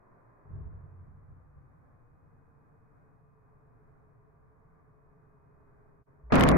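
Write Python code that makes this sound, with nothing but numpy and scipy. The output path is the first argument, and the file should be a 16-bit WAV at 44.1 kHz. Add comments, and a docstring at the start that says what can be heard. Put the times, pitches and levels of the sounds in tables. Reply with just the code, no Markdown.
"""Sodium burns on water in a beaker, then explodes, inside a humming fume hood with a faint whine.
Hydrogen fizzes off the metal and lights with a soft whoomp; the flame rumbles in the hood's cavity
and blows a faint note on the beaker's air column, which sharpens with the heat. The blast fills hood
and lab with a roar that drives a limiter, while molten droplets pop and shards crack on the walls."""
import sys
import numpy as np
from scipy.fft import rfft, irfft, next_fast_len
from scipy.io import wavfile
from scipy.ndimage import uniform_filter1d, minimum_filter1d, map_coordinates

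SR = 44100
rng = np.random.default_rng(int(sys.argv[2]) if len(sys.argv) > 2 else 0)


def unload_audio(sound):
    """Save the sound as a 16-bit wav file, at the path given as the first command line argument."""
    columns = np.transpose(np.atleast_2d(sound))
    # keep every value between -1 and 1, then stretch to whole-number steps
    steps = np.round(np.clip(columns, -1, 1) * 32767)
    wavfile.write(sys.argv[1], SR, steps.astype(np.int16))


N = 289737
T = np.arange(N) / SR

LIGHT_S, CATCH_S = 0.432, 0.025  # the hydrogen lights; time the flame takes to catch
BANG_S, BURST_FADE_DB_PER_S = 6.3222, 477  # the shock arrives; how fast a burst dies
# spectrum of the blast's bright roar and of the spit before it: (frequency [Hz], level [dB])
ROAR_SPECTRUM = [(150, -22), (450, -2.5), (620, 1), (790, -4), (1050, -1.5), (1450, -8), (2000, -11.5),
                 (2500, -18.5), (2750, -52), (4000, -44), (6000, -100)]


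def amp(db):
    """Amplitude ratio of a level in decibels."""
    return 10 ** (np.asarray(db) / 20)


def unit(x):
    """The signal normalised to rms 1."""
    return x / np.sqrt(np.mean(x ** 2) + 1e-20)


def along(points, hz):
    """Interpolation of (frequency [Hz], value) points on a logarithmic frequency axis."""
    freqs, values = np.transpose(points)
    return np.interp(np.log(hz + 1), np.log(freqs + 1), values)


def since(s):
    """Seconds elapsed after time s, 0 before it."""
    return np.maximum(T - s, 0)


def ramp(s, length):
    """Linear attack from 0 at time s to 1 over length seconds."""
    return np.minimum(since(s) / length, 1)


def fading(s, db_per_s):
    """Gain 1 until time s, then exponential decay (growth for a negative rate)."""
    return amp(-db_per_s * since(s))


def wobble(rate):
    """Smooth random modulation with rate knots a second."""
    return map_coordinates(rng.standard_normal(int(N * rate / SR) + 4), [T * rate])


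def filtered(x, response):
    """Linear filtering: the spectrum of x times a frequency response."""
    size = next_fast_len(N + SR // 2)
    return irfft(rfft(x, size) * response(np.fft.rfftfreq(size, 1 / SR)), size)[..., :N]


def colour(points):
    """Frequency response through (frequency [Hz], level [dB]) points."""
    return lambda hz: amp(along(points, hz))


def resonances(modes):
    """Modal superposition: a sum of squared band-pass magnitudes, which have steep skirts."""
    return lambda f: sum(amp(db) * np.abs(f * width / (hz * hz - f * f + 1j * f * width)) ** 2
                         for hz, width, db in modes)


def rush(response):
    """Stereo noise of rms 1 in a diffuse field: coherent in part in the bass, unrelated in the treble."""
    # likeness of left and right: (frequency [Hz], correlation [ratio])
    coherence = [(60, 0.56), (130, 0.43), (290, 0.0027), (640, 0)]

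    def mid_side_response(hz):
        angle = np.arccos(np.clip(along(coherence, hz), -1, 1)) / 2
        return response(hz) * np.array([np.cos(angle), np.sin(angle)])

    mid, side = filtered(rng.standard_normal((2, N)), mid_side_response)
    return unit(np.array([mid + side, mid - side]))


def steadied(x):
    """Noise divided by its running rms: it flutters but does not swell, as the gas supply is even."""
    power = uniform_filter1d(np.mean(x ** 2, axis=0), size=SR // 8)
    return x / np.sqrt(np.abs(power))


def ventilation():
    """Flow noise: air drawn through the hood rushes and excites the modes of the duct."""
    # spectrum of the airflow: (frequency [Hz], level [dB])
    air_spectrum = [(10, -4), (22, 2.5), (32, -4.5), (50, -6.5), (90, -11.5), (150, -3), (190, -10),
                    (285, -8.5), (350, -15), (620, -15), (1100, -17), (1600, -21.5), (2480, -38.5),
                    (2600, -57)]
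    # duct resonances: (frequency [Hz], bandwidth [Hz], level [dB])
    duct_modes = [(116.8, 24, 1.5), (1042, 140, -17.5), (1183, 44, -15)]
    air = amp(-65 + 1.2 * wobble(6)) * rush(colour(air_spectrum))
    drone = amp(-68) * rush(resonances(duct_modes))
    return air + drone


def whine(pitch_hz=2498, waver_hz=0.7):
    """A faint, thin pure tone with slight random frequency modulation."""
    hz = pitch_hz + waver_hz * np.array([wobble(8), wobble(8)])
    return amp(-97.5) * unit(np.sin(2 * np.pi * np.cumsum(hz, axis=1) / SR))


def gas(strength):
    """Gas fizzes off the metal and whooshes with the flame; as incoherent noises, the two add in power."""
    # spectrum of the escaping gas: (frequency [Hz], level [dB])
    gas_spectrum = [(150, -24), (370, 3.5), (480, -0.5), (620, 0.5), (850, -5), (1050, 3.5), (1250, -6.5),
                    (1700, -10), (2400, -25.5), (2700, -69)]
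    first_fizz = amp(-65.5) * fading(0.8, db_per_s=33)  # fades as the flame takes over
    overheating_fizz = amp(-75.5) * ramp(2.05, length=2.2)
    whoosh = amp(-28.5) * strength
    return np.hypot(first_fizz + overheating_fizz, whoosh) * rush(colour(gas_spectrum))


def flame_strength(settled_db=-73):
    """Envelope of the flame: flares swell and decay, adding in power to the settled flame."""
    # flares: (start [s], peak level [dB], rise time [s], decay rate [dB/s])
    flares = [(0.441, -39, 0.14, 38), (.8, -51, 0.19, 20.5), (1.285, -51, 0.017, 88),
              (1.55, -51.5, 0.022, 171), (1.95, -64.5, 0.27, 22)]
    power = sum((amp(db) * ramp(s, rise) * fading(s + rise, fade)) ** 2 for s, db, rise, fade in flares)
    return np.sqrt(power + amp(settled_db) ** 2)


def flame(strength):
    """Combustion noise: burning hydrogen excites the hood's cavity modes and settles to a flutter."""
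    # cavity resonances of the hood: (frequency [Hz], bandwidth [Hz], level [dB])
    hood_modes = [(61.6, 6.9, -2.5), (90.8, 12, 1.5), (119.2, 9.7, -18), (138, 12.4, -5), (154.8, 2.5, -14),
                  (204.6, 8.3, -21.5)]
    # spectrum of the flame's rumble: (frequency [Hz], level [dB])
    rumble_spectrum = [(10, -4), (22, -4), (33, -3.5), (50, -3), (150, -6.5), (220, -20), (400, -24),
                       (900, -60), (2000, -94)]
    # bands of the small flame low in the beaker: (frequency [Hz], bandwidth [Hz], level [dB])
    flutter_bands = [(69, 18, -4), (142.5, 13, 1.5), (164, 14, -6)]
    burn = strength * steadied(rush(resonances(hood_modes)) + amp(-5) * rush(colour(rumble_spectrum)))
    flutter = amp(-66) * steadied(rush(resonances(flutter_bands)))
    return ramp(LIGHT_S, CATCH_S) * (burn + flutter)


def beaker(strength, cool_hz=414, half_width_hz=20, loss_db_per_hz=0.15):
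    """Air-column resonance: turbulence blows a breathy note, which heat sharpens and weakens."""
    # swells of heat: (peak time [s], pitch rise [Hz], warming time [s], cooling time constant [s])
    heat_swells = [(1.55, 89.96, 1.1, 1.25), (4.7, 20.97, .4, .35)]
    # modes of the air column: (frequency [multiple of the pitch], level [dB])
    partials = [(1, 1), (1.58, -10.5), (2.19, -13)]
    rise_hz = sum(hz * ramp(s - warm, warm) * np.exp(-since(s) / cool) for s, hz, warm, cool in heat_swells)
    steady_drive = amp(-71.5 - loss_db_per_hz * rise_hz)
    blowing = ramp(LIGHT_S, CATCH_S) * np.hypot(steady_drive, amp(-32) * strength)
    phase = 2 * np.pi * np.cumsum(cool_hz + rise_hz) / SR
    slow_noise = lambda: rush(lambda f: 1 / (1 + (f / half_width_hz) ** 4))
    note = 0
    for ratio, db in partials:
        narrow_band = slow_noise() * np.cos(ratio * phase) + slow_noise() * np.sin(ratio * phase)
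        note += amp(db) * steadied(narrow_band)
    return blowing * note


def fireball(surge_s=6.235, surge_hz=58, spit_s=6.3):
    """Volume displacement: the swelling fireball pushes out a low surge; a spit just precedes the bang."""
    surge = amp(-44) * ramp(surge_s, 0.0051) * np.sin(2 * np.pi * surge_hz * since(surge_s))
    spit = amp(-42) * ramp(spit_s, 0.006) * rush(colour(ROAR_SPECTRUM))
    return (surge + spit) * fading(BANG_S, BURST_FADE_DB_PER_S)


def explosion(thump_hz=95, thump_t60=0.043, attack_s=0.0009):
    """Shock excitation: hood and lab thump and reverberate; the bright roar decays, the boom holds on."""
    # bursts of the blast: (peak time [s], boom level [dB], roar level [dB])
    bursts = [(6.3226, -1.5, -10), (6.423, -16, -31)]
    # spectrum of the low reverberation: (frequency [Hz], level [dB])
    boom_spectrum = [(10, -9), (28, -7), (42, 4), (100, -1.5), (250, -0.5), (480, -7), (800, -20.5),
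                     (2000, -53), (4000, -100)]
    # resonances of the hood's panels and the lab: (frequency [Hz], bandwidth [Hz], level [dB])
    room_modes = [(74, 61, -8), (115, 24, 3), (151, 36, 6.5), (187, 67, -2), (259, 44, 7.5), (360, 35, 2.5),
                  (424, 30, -3), (526, 47, -7), (660, 97, -9.5), (1164, 96, -11.5)]
    thump = amp(-6) * fading(BANG_S, 60 / thump_t60) * np.sin(2 * np.pi * thump_hz * since(BANG_S))
    boom_gain = amp(-19) * fading(BANG_S, db_per_s=-1.5)  # swells very slightly
    roar_gain = amp(-20.5) * fading(BANG_S, db_per_s=25)
    for s, boom_db, roar_db in bursts:
        burst = ramp(s - attack_s, attack_s) * fading(s, BURST_FADE_DB_PER_S)
        boom_gain = np.hypot(boom_gain, amp(boom_db) * burst)
        roar_gain = np.hypot(roar_gain, amp(roar_db) * burst)
    boom = amp(-1) * rush(colour(boom_spectrum)) + amp(-1.5) * rush(resonances(room_modes))
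    roar = rush(colour(ROAR_SPECTRUM))
    return thump + ramp(BANG_S - attack_s, attack_s) * (boom_gain * boom + roar_gain * roar)


def spray(pops_per_s=950, length_s=0.215, spread_db=4):
    """Shot noise: the shock front snaps, then molten droplets pop at random, ever sparser."""
    # spectrum of one pop: (frequency [Hz], level [dB])
    pop_spectrum = [(300, -17), (1500, 6), (2700, 7), (4000, 0), (5500, -7), (8000, -20), (12000, -29),
                    (16000, -41)]
    rate = pops_per_s * (T > BANG_S) * (1 - ramp(BANG_S, length_s))
    size = np.hypot(amp(-15), amp(-0.5) * fading(BANG_S, BURST_FADE_DB_PER_S))  # louder in the shock
    fires = rng.random((2, N)) < rate / (2 * SR)
    polarity = np.sign(rng.standard_normal((2, N)))
    pops = fires * polarity * size * amp(spread_db * rng.standard_normal((2, N)))
    pops[:, round(BANG_S * SR)] += amp(-10)  # the shock front
    return filtered(pops, colour(pop_spectrum))


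def shards(crack_t60=0.0045, scatter_db=-25, scatter_t60=0.018):
    """Impact noise: each fragment cracks against the hood, followed by a short scatter of reflections."""
    # impacts: (time [s], level [dB], left minus right [dB])
    impacts = [(6.3557, -13.5, -28), (6.398, -26, 15), (6.4094, -16, 39), (6.4369, -12, 25),
               (6.489, -13, -27), (6.517, -31, -4)]
    # spectrum of a crack: (frequency [Hz], level [dB])
    crack_spectrum = [(700, -29), (2000, 13.5), (3000, 12.5), (4200, -4), (7000, -1.5), (10000, -4),
                      (14000, -10), (16500, -21)]
    cracks = np.zeros((2, N))
    for s, db, pan_db in impacts:
        strike = (T >= s) * (fading(s, 60 / crack_t60) + amp(scatter_db) * fading(s, 60 / scatter_t60))
        pan = unit(amp([[pan_db / 2], [-pan_db / 2]]))
        cracks += amp(db) * pan * strike * rng.standard_normal((2, N))
    return filtered(cracks, colour(crack_spectrum))


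def scene():
    """Superposition of all sources; one flame envelope drives the rumble, the whoosh and the note."""
    strength = flame_strength()
    burning = flame(strength) + gas(strength) + beaker(strength)
    return ventilation() + whine() + burning + fireball() + explosion() + spray() + shards()


def record(dry, threshold=0.21, ceiling=0.28, cutoff_hz=15800):
    """Peak limiting, clipping and a low-pass, over faint hiss; the level dips briefly before the bang."""
    dip_db = -25 * np.exp(-((T - 6.048) / 0.018) ** 2)
    hiss = amp(-98) * rng.standard_normal((2, N))
    x = dry * amp(dip_db) + hiss
    sensed = np.abs(uniform_filter1d(x, size=9))  # the detector is deaf to the top treble
    gain = minimum_filter1d(threshold / np.maximum(sensed, threshold), size=44)
    for samples in (32, 23, 15):  # smooth the attack and release
        gain = uniform_filter1d(gain, size=samples)
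    clipped = np.clip(x * gain, -ceiling, ceiling)
    return filtered(clipped, lambda hz: 1 / np.sqrt(1 + (hz / cutoff_hz) ** 90))


dry = scene()
out = record(dry)
unload_audio(out)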